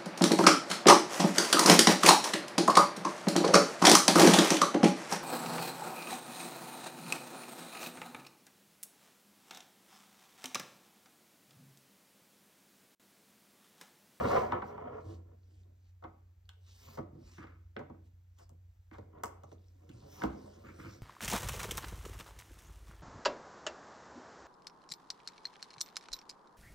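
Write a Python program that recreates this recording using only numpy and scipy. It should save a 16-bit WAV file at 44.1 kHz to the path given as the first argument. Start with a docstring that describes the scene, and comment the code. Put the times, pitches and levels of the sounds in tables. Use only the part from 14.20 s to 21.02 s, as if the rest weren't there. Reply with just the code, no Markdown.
"""A quiet room, at a large hollow table, heard through a two-port stereo microphone.
Small wooden blocks are knocked together, set down and pushed about: each contact clicks, rings the
block and booms the table, and sliding wood sticks and slips. Sleeves and paper brush the top, nails
tick, a fingertip judders and arms thump it. Far off a fan hums, behind short echoes and a faint hiss."""
import sys
import numpy as np
from scipy import signal
from scipy.fft import rfft, irfft, next_fast_len
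from scipy.io import wavfile
from scipy.ndimage import uniform_filter1d, map_coordinates

SR = 44100
rng = np.random.default_rng(int(sys.argv[2]) if len(sys.argv) > 2 else 0)


def materialize(psi):
    """Save the field psi as 16-bit PCM at rate SR to the path in sys.argv[1].

    A 1-D psi becomes a single channel; in a 2-D psi each row is a channel.
    """
    bounded = np.clip(np.atleast_2d(psi).T, -1, 1)
    quanta = np.round(bounded * 32767).astype(np.int16)
    wavfile.write(sys.argv[1], SR, quanta)


N = 300762

# Modes of the table, of a block, and the small high ones that a hard contact rings.
# Each row: pitch in Hz, level in dB, nominal t60 in seconds.
TABLE_MODES = [(130, -2.5, 0.079), (209, 0.5, 0.099), (259.7, -1.5, 0.073), (325.3, 3.5, 0.12),
               (422, -2, 0.06), (470.8, -1.5, 0.087), (579.4, -5, 0.019)]
BLOCK_MODES = [(710, 0.5, 0.022), (817.5, 4.5, 0.034), (951, 5, 0.0239), (1117, 9.5, 0.034),
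               (1278, 4.5, 0.019), (1503, 3, 0.021), (1637, -1, 0.012), (2120, -5, 0.0073)]
CLICK_MODES = [(2900, 10.5, 0.0036), (3560, 11.5, 0.0041), (4250, 6.5, .007), (5430, 5, 0.016)]
DEEP, LOWER = 4, 5  # how many modes count as the table's deepest and the block's lower ones
SOFT_HZ = 1600  # slips, and blows to the block's lower modes, roll off above this
# The bright edge of a knock. Each row: frequency in Hz, gain in dB.
EDGE_SPECTRUM = [(3500, -18.5), (5000, 2), (8000, 7.5), (13000, 1.5), (15600, -1.5), (16500, -23)]
# Blocks landing. Each row: start in seconds, block level in dB, upper modes and table boom in dB re
# block, deepest modes in dB re boom, click and bright edge in dB re block, settling time in ms.
BLOCK_KNOCKS = [(0.111, 5, -6.5, 10, -10.5, -36.5, -41.5, 2.85), (0.156, 3.5, 1, 2, -12, -34, -63, 4),
                (0.32, 7, -4.5, -3, -3, -33, -50, 0.96), (0.418, -1, -3.5, 4, -1, -35.5, -56.5, 3.8),
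                (0.577, -5, -12, -9, -1, -48, -58, 1.7), (0.663, -21, -16, -11, -10, -51, -64, 0.87),
                (0.696, -16, -16, -4, -9, -50, -67, 1.7), (1.824, -17.5, -16, 5.5, -11, -55.5, -59, 1.26),
                (1.836, -7.5, -6, 5.5, -2.5, -32, -46, 4.3), (2.2899, -27, 10, -26, -7, -1, -10, 1.2),
                (2.773, -8.5, -7, 11, -4, -36, -54, 2.8), (2.786, -9, -8, 13, 1, -36, -61, 1.7),
                (2.95, -46.5, -12, 29, 5, -33, -28, 2.5), (3.179, -18.5, 6, -2, 19, -27, -58, 2.6),
                (3.235, -15.5, 1, 5.5, 3, -36, -47, 1.33), (3.565, -4.5, 3, 10.5, -6, -23, -55, 0.2),
                (3.59, -17.5, 5.5, 21, -5, -38, -68, 3.2), (3.699, -18, -14, 8, 6, -53, -54, 0.31),
                (4.183, -31.5, 6.5, 5, -14, -12, -9, 6.6), (4.292, -32.5, -20, 6, 1, -24, -8, 0.97),
                (4.712, -21.5, 4.5, 2.5, 17, -44, -46, 1), (4.727, -16, 4, 4, -29.5, -26, -32, 10.7),
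                (4.782, -20.5, -2, 20, -3.5, -33, -40, 2.2), (5.035, 0.5, -3, 4.5, -19, -29, -16.5, 0.67),
                (5.044, -17.5, -19, 10, 4.5, -44.5, -10, 0.48), (5.057, -23.5, -19, -6, 0, -33, -2.5, 0.6),
                (5.066, -25, 0, -3, -3, -33, -9.5, 0.5), (5.234, -16.5, -16, 10.5, -5, -31, -26, 1.2),
                (5.316, -29, -9, 24.5, -3.5, -18.5, -29, 1.57), (5.69, -34.5, 11.5, 10, 21, -4, -7.5, 3.4),
                (6.019, -8.5, 9.5, 3, 8.5, -21.5, -42.5, 0.38), (6.036, 5, -2, 5.5, 3.5, -29, -30.5, 0.44)]
def knocks():
    """Each contact clicks, rings the block and booms the table, deeper or tighter by where it lands."""
    force, t = np.zeros((6, N + SR)), np.arange(2048) / SR
    for start, db, upper_db, boom_db, deep_db, click_db, edge_db, settle_ms in BLOCK_KNOCKS:
        # the wood settles first; the shorter click comes 1 ms later, at full contact
        contact_s = max(settle_ms, .1) * np.array([[1], [.6]]) / 1000
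        age = np.maximum(t - [[0], [.001]], 0) / contact_s
        jolts = rfft(age * np.exp(-age) * rng.standard_normal(age.shape))
        blows = irfft(jolts / np.abs(jolts) ** .7)  # a blow is rich in every frequency
        wood, click = blows / np.linalg.norm(blows, axis=1, keepdims=True)
        levels = amp(db + np.array([0, upper_db, boom_db, boom_db + deep_db, click_db, edge_db]))
        force[:, round(start * SR):][:, :len(t)] += levels[:, None] * ([wood] * 4 + [click] * 2)
    paths = lambda hz: [
        modes(BLOCK_MODES[:LOWER], hz, widen=1.7) / (1 - (hz / SOFT_HZ) ** 2 + 1j * hz / SOFT_HZ),
        -modes(BLOCK_MODES[LOWER:], hz, widen=1.8),
        modes(TABLE_MODES[DEEP:], hz, widen=2.2),
        modes(TABLE_MODES[:DEEP], hz, widen=2.4),
        modes(CLICK_MODES, hz, widen=1.8),
        amp(along(EDGE_SPECTRUM, hz))]
    return filtered(force[:, :N], paths).sum(axis=0)


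# Blocks pushed over the top, and something lighter and higher. Each row: time of full speed, swell,
# hold and fade in seconds, scrape level in dB, table drone and deepest modes in dB re scrape.
BLOCK_DRAGS = [(0.0, .05, 0.015, 0.25, -35.5, -1.5, -3), (0.145, 0.3, 0.028, 0.15, -32.5, -3, -16),
               (0.335, 0.06, 0.011, 0.08, -37, -6.5, -7), (0.5, 0.063, 0.3, 0.026, -53, 0, -6),
               (0.85, 0.1, 0.082, 0.11, -65, 6, 7.5), (1.085, 0.048, 0.052, 0.053, -75.5, 2.5, 3.5),
               (1.3, 1, 0.22, 0.19, -95.5, 12, 17.5), (2.4, 0.29, 0.062, 0.14, -118, 36.5, 14.5),
               (2.69, 0.12, 0.073, 0.032, -63.5, -6, -4.5), (2.93, 0.0055, 0.082, 0.05, -83, 14.5, 25),
               (3.1, 0.19, 0.026, 0.046, -74, -29, 2), (4.19, 0.021, 0.029, 0.047, -66, -13.5, -8.5),
               (4.31, 0.015, 0.017, 0.038, -86.5, 17.5, 23), (4.95, 0.055, 0.035, 0.088, -64, 0.5, 0.5),
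               (5.71, 0.23, 0.22, 0.051, -73.5, 5.5, 9), (6.0, 0.068, 0.029, 0.077, -50, -11, -5),
               (6.17, 0.12, 0.11, 0.99, -68, 6, 3)]
LIGHT_SCRAPES = [(3.195, 0.02, 0.044, 0.13, -53.5, -11, -12.5), (6.443, 0.006, 0.063, 0.14, -57, -22, -2.5),
                 (6.591, 0.0038, 0.1, 0.104, -56, -14, -1.5)]
# Resonances of the light scrape. Each row: pitch in Hz, width in Hz, level in dB.
RASP_MODES = [(1215, 222, 7), (1920, 660, -1.5), (2190, 250, 2.5)]
# Weak grit above a block's soft slips. Each row: frequency in Hz, relative level in dB.
GRIT_SPECTRUM = [(1500, -8), (2150, 6), (2550, -7), (3100, -6), (4200, -32.5)]
def drags():
    """Stick and slip sends uneven little jolts into block and table alike."""
    scrape, *table_under_block = strokes(BLOCK_DRAGS)
    rasp, *table_under_rasp = strokes(LIGHT_SCRAPES)
    drone, deep = np.add(table_under_block, table_under_rasp)
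    jolts = rng.standard_normal(N) * amp(3 * wobble(260) + 1.5 * wobble(40))

    def rubbed(body, widen):
        return unit(filtered(jolts, lambda hz: modes(body, hz, widen) / (1 + (hz / SOFT_HZ) ** 8)))

    block = rubbed(BLOCK_MODES, widen=4.76) + amp(-14.5) * unit(coloured(jolts, GRIT_SPECTRUM))
    light = unit(filtered(jolts, lambda hz: resonances(RASP_MODES, hz)))
    table = drone * rubbed(TABLE_MODES[DEEP:], widen=2.2) + deep * rubbed(TABLE_MODES[:DEEP], widen=4.2)
    return scrape * block + rasp * light + table


# The hiss of fibres and its bright top octave. Each row: frequency in Hz, relative level in dB.
CLOTH_SPECTRUM = [(1500, -10), (2500, -6.5), (3200, -7), (4000, -5.5), (5700, -4), (7200, -10.5), (8800, 0),
                  (11000, -51)]
SHEEN_SPECTRUM = [(10000, -30.5), (12000, -3), (15000, -5), (16300, -15.5)]
# Sleeves and paper crossing the table. Each row: time of full speed, swell, hold and fade in seconds,
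# hiss level in dB, top octave in dB re hiss.
SLEEVE_STROKES = [(0.1, 0.54, 0.084, 0.17, -52.5, -9), (0.47, 0.088, 0.016, 0.14, -70, -5.5),
                  (0.9, 0.23, 0.044, 0.064, -68.5, -12.5), (1.35, 0.23, 0.057, 0.08, -77.5, -19),
                  (1.68, 0.23, 0.015, 0.047, -80, -18), (2.48, 0.061, 0.13, 0.16, -67.5, -19),
                  (2.66, 0.19, 0.098, 0.054, -62.5, -1.5), (3.07, 0.11, 0.11, 0.076, -66, -13.5),
                  (3.855, 0.049, 0.02, .03, -79, -9.5), (4.195, 0.05, 0.041, 0.035, -71, -10),
                  (4.73, 0.025, 0.042, 0.1, -77, -23), (5.33, 0.13, 0.0082, 0.031, -74.5, -16.5),
                  (5.4, .05, 0.41, .05, -81.5, -7), (5.74, 0.08, 0.23, 0.076, -71.5, -34),
                  (5.925, 0.093, 0.13, 0.049, -60, -4.5), (6.1, 0.057, 0.15, 0.95, -68, -12.5),
                  (6.41, 0.034, 0.08, 0.14, -74.5, -1.5), (6.62, 0.13, 0.11, 0.13, -63, -8)]
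def brushes():
    """Sliding fibres make a fine hiss whose colour shifts in patches, with a bright top."""
    hiss, sheen = strokes(SLEEVE_STROKES)
    spectra = signal.stft(noise(CLOTH_SPECTRUM, grain_db=1.5), nperseg=512)[2]
    patches = uniform_filter1d(rng.standard_normal(spectra.shape), 12, axis=0)
    patches = unit(uniform_filter1d(patches, 12, axis=1))
    cloth = unit(signal.istft(spectra * amp(2.5 * patches), nperseg=512)[1][:N])
    return hiss * cloth + sheen * noise(SHEEN_SPECTRUM, grain_db=2.0)


# Nails, edges and paper touching. Each row: start in seconds, level in dB, pitch in Hz.
THIN_TICKS = [(1.2336, -67, 4340), (1.3098, -70, 3000), (1.4347, -66.5, 3720), (2.2552, -66.5, 4530),
              (2.3034, -68.5, 2890), (4.986, -67, 3600), (5.04, -46, 2930), (5.2435, -58, 6100),
              (5.3277, -56, 6030), (5.3827, -67, 3620), (5.443, -66, 3860), (5.484, -60.5, 5560),
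              (5.715, -51, 2670)]
TICK_T60_S = .008
def ticks():
    """A light touch rings briefly at its own pitch, roughened by noise."""
    out, t = np.zeros(N + SR), np.arange(1024) / SR
    for start, db, hz in THIN_TICKS:
        ring = np.sin(2 * np.pi * hz * t) + 0.34 * rng.standard_normal(len(t))
        out[round(start * SR):][:len(t)] += amp(db - 60 * t / TICK_T60_S) * ring
    return out[:N]


def judder(start_s=.845, first_gap_s=.0098, gap_growth=1.033, slips=10, rise_db=.7):
    """A fingertip judders over the top, ever slower and stronger; each slip is a dying puff."""
    out, t = np.zeros(N + SR), np.arange(1024) / SR
    for k in range(slips):
        slip_s = start_s + first_gap_s * (gap_growth ** k - 1) / (gap_growth - 1)
        envelope = amp(-58.5 + rise_db * k - 60 * t / TICK_T60_S)
        out[round(slip_s * SR):][:len(t)] += envelope * rng.standard_normal(len(t))
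    return coloured(out[:N], CLOTH_SPECTRUM)


# Arms leaning on the table. Each row: start in seconds, level in dB, pitch in Hz.
ARM_THUMPS = [(0.021, -37.5, 82), (0.857, -40, 98), (0.939, -41, 87.5), (2.789, -49.5, 95.4),
              (3.04, -51.5, 55), (4.79, -50, 104), (5.734, -47, 115), (6.048, -37, 62.7),
              (6.658, -47, 102.6)]
def thumps(rise_s=0.017, t60_s=0.29):
    """A soft push sets the whole top swinging at a low pitch."""
    out, t = np.zeros(N + SR), np.arange(SR // 2) / SR
    for start, db, hz in ARM_THUMPS:
        envelope = amp(db - 60 * t / t60_s) * (1 - np.exp(-t / rise_s))
        out[round(start * SR):][:len(t)] += envelope * np.sin(2 * np.pi * hz * t)
    return out[:N]


# Rumble of the air ducts. Each row: frequency in Hz, relative level in dB.
DUCT_SPECTRUM = [(20, -28.5), (35, -18.5), (62, 2.5), (100, -5), (118, -13), (135, -41)]
def fan(blade_hz=89.8):
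    """Far off, a slightly unsteady blade tone hums over duct rumble."""
    phase = 2 * np.pi * np.cumsum(blade_hz + .5 * wobble(2.316)) / SR
    hum = amp(-61 + 1.3 * wobble(5)) * np.sin(phase)
    return hum + amp(-69.5 + 0.6 * wobble(6)) * noise(DUCT_SPECTRUM)


# The room's decay. Each row: frequency in Hz, t60 in seconds.
ROOM_DECAY = [(150, 0.8), (400, 0.55), (1000, 0.43), (2800, 0.49), (7000, 0.31)]
# The colour of its echoes at the microphone. Each row: frequency in Hz, gain in dB.
ECHO_COLOUR = [(200, 2.5), (1000, -2.5), (2500, -7.5), (5000, -10.5), (12000, -10)]
def room(x):
    """Each 0.2 s of sound gets its own tail: strong early echoes, then a wash whose treble dies first."""
    out, step, delay = np.zeros((2, N + 2 * SR)), SR // 5, 180
    for start in range(0, N, step):
        hz, t, spectra = signal.stft(rng.standard_normal((2, SR * 3 // 4)), SR, nperseg=256)
        t60 = along(ROOM_DECAY, hz)[:, None]
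        tail = signal.istft(spectra * amp(-60 * t / t60) / np.sqrt(t60), SR, nperseg=256)[1]
        age_s = np.arange(tail.shape[1]) / SR
        tail *= 1 + 2.2 * np.exp(-age_s / 0.00883)  # the table top and near walls answer first
        tail /= np.linalg.norm(tail[0])
        tail[:, rng.integers(0, SR // 45, size=7)] += .17 * rng.uniform(-1, 1, size=(2, 7))
        wet = signal.fftconvolve(x[None, start:start + step], tail, axes=1)
        out[:, start + delay:][:, :wet.shape[1]] += wet
    return coloured(out[:, :N], ECHO_COLOUR)


# Room tone. Each row: frequency in Hz, relative level in dB.
AIR_SPECTRUM = [(74, -21), (125, -9), (313, -20), (1550, -21.5), (3270, -34.5), (4630, -41), (7100, -33.5),
                (10000, -34), (14500, -23.5), (15300, -38), (15900, -51)]
def room_hiss():
    """A faint, steady hiss lies all around the microphone."""
    return amp(-83.0) * np.array([noise(AIR_SPECTRUM), noise(AIR_SPECTRUM)])


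def amp(db):
    return 10 ** (np.asarray(db) / 20)


def unit(x):
    return x / np.sqrt(np.mean(x ** 2) + 1e-20)


def along(points, hz):
    """Interpolate (Hz, value) points on a log frequency axis."""
    knots_hz, values = np.transpose(points)
    return np.interp(np.log(hz + 1), np.log(knots_hz + 1), values)


def strokes(rows, range_db=20):
    """Gain curves, one per level column: a stroke climbs range_db in its swell and sinks it in its fade."""
    t, power = np.arange(N) / SR, 0
    for full_s, swell, hold, fade, db, *relative_db in rows:
        before = np.maximum(full_s - t, 0) / max(swell, .005)
        after = np.maximum(t - full_s - hold, 0) / max(fade, .005)
        levels = amp(db + np.array([0, *relative_db]))[:, None]
        power = power + (levels * amp(-range_db * (before + after))) ** 2
    return np.sqrt(power)


def wobble(rate):
    """A smooth random curve, rate knots a second."""
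    return map_coordinates(rng.standard_normal(int(N * rate / SR) + 4), [np.arange(N) * rate / SR])


def filtered(x, response):
    """Pass x through a complex response of frequency."""
    size = next_fast_len(N + SR // 2)
    return irfft(rfft(x, size) * response(np.fft.rfftfreq(size, 1 / SR)), size)[..., :N]


def coloured(x, spectrum):
    return filtered(x, lambda hz: amp(along(spectrum, hz)))


def noise(spectrum, grain_db=0):
    """Coloured noise of rms 1; grain makes it crackle."""
    return unit(coloured(rng.standard_normal(N) * amp(grain_db * wobble(300)), spectrum))


def resonances(rows, hz):
    """The summed response of resonators of alternating sign."""
    return sum((-1) ** k * amp(db) * 1j * hz * width / (pitch ** 2 - hz ** 2 + 1j * hz * width)
               for k, (pitch, width, db) in enumerate(rows))


def modes(body, hz, widen):
    """The response of a body; widen says how much the hand on it damps the ring."""
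    return resonances([(pitch, widen / t60, db) for pitch, db, t60 in body], hz)


# How far diffuse sound differs between the ports. Each row: frequency in Hz, side gain in dB.
DIFFUSE_WIDTH = [(130, -38), (300, -8.5), (800, -5.5), (2500, 2.5), (5000, 0.5), (12000, -5.5)]
def scene():
    """Direct sound sits in the centre; echoes and hiss spread around it."""
    hits = knocks() + ticks() + judder()
    rubs = drags() + brushes()
    mid, side = room(hits + amp(-3.5) * rubs) + room_hiss()
    side = coloured(side, DIFFUSE_WIDTH)
    return hits + rubs + thumps() + fan() + np.array([mid + side, mid - side])


# Phase between the ports. Each row: frequency in Hz, lead of the left port in radians.
LEFT_LEAD = [(130, .08), (340, .5), (480, 1.3), (650, 3.1), (1030, 5.9), (1640, 6.2), (1890, 4.9),
             (3270, .8), (4130, -.5), (6630, -1.3), (8440, -2.9), (11500, -3.6), (12600, -5.9),
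             (16000, -6.4)]
# Their balance. Each row: frequency in Hz, left over right in dB.
LEFT_BALANCE = [(150, -.5), (380, -4), (620, 0)]
# Overall tone colour: a lift near 700 Hz, a dip around 9-12 kHz. Each row: frequency in Hz, gain in dB.
TONE_COLOUR = [(100, 5), (400, -0.5), (680, 5), (1100, -4), (2400, 0.5), (4000, -1), (8200, -0.5),
               (9000, -12.5), (10900, -4.5), (11800, -7)]
TOP_HZ = 16400
def record(dry):
    """The ports differ in phase and a little in level; the tone is coloured, with nothing above TOP_HZ."""
    def response(hz):
        half = np.array([[.5], [-.5]])
        ports = np.exp(1j * half * along(LEFT_LEAD, hz)) * amp(half * along(LEFT_BALANCE, hz))
        return ports * amp(along(TONE_COLOUR, hz)) * (hz < TOP_HZ)
    return filtered(dry, response)


dry = scene()
out = record(dry)
materialize(out)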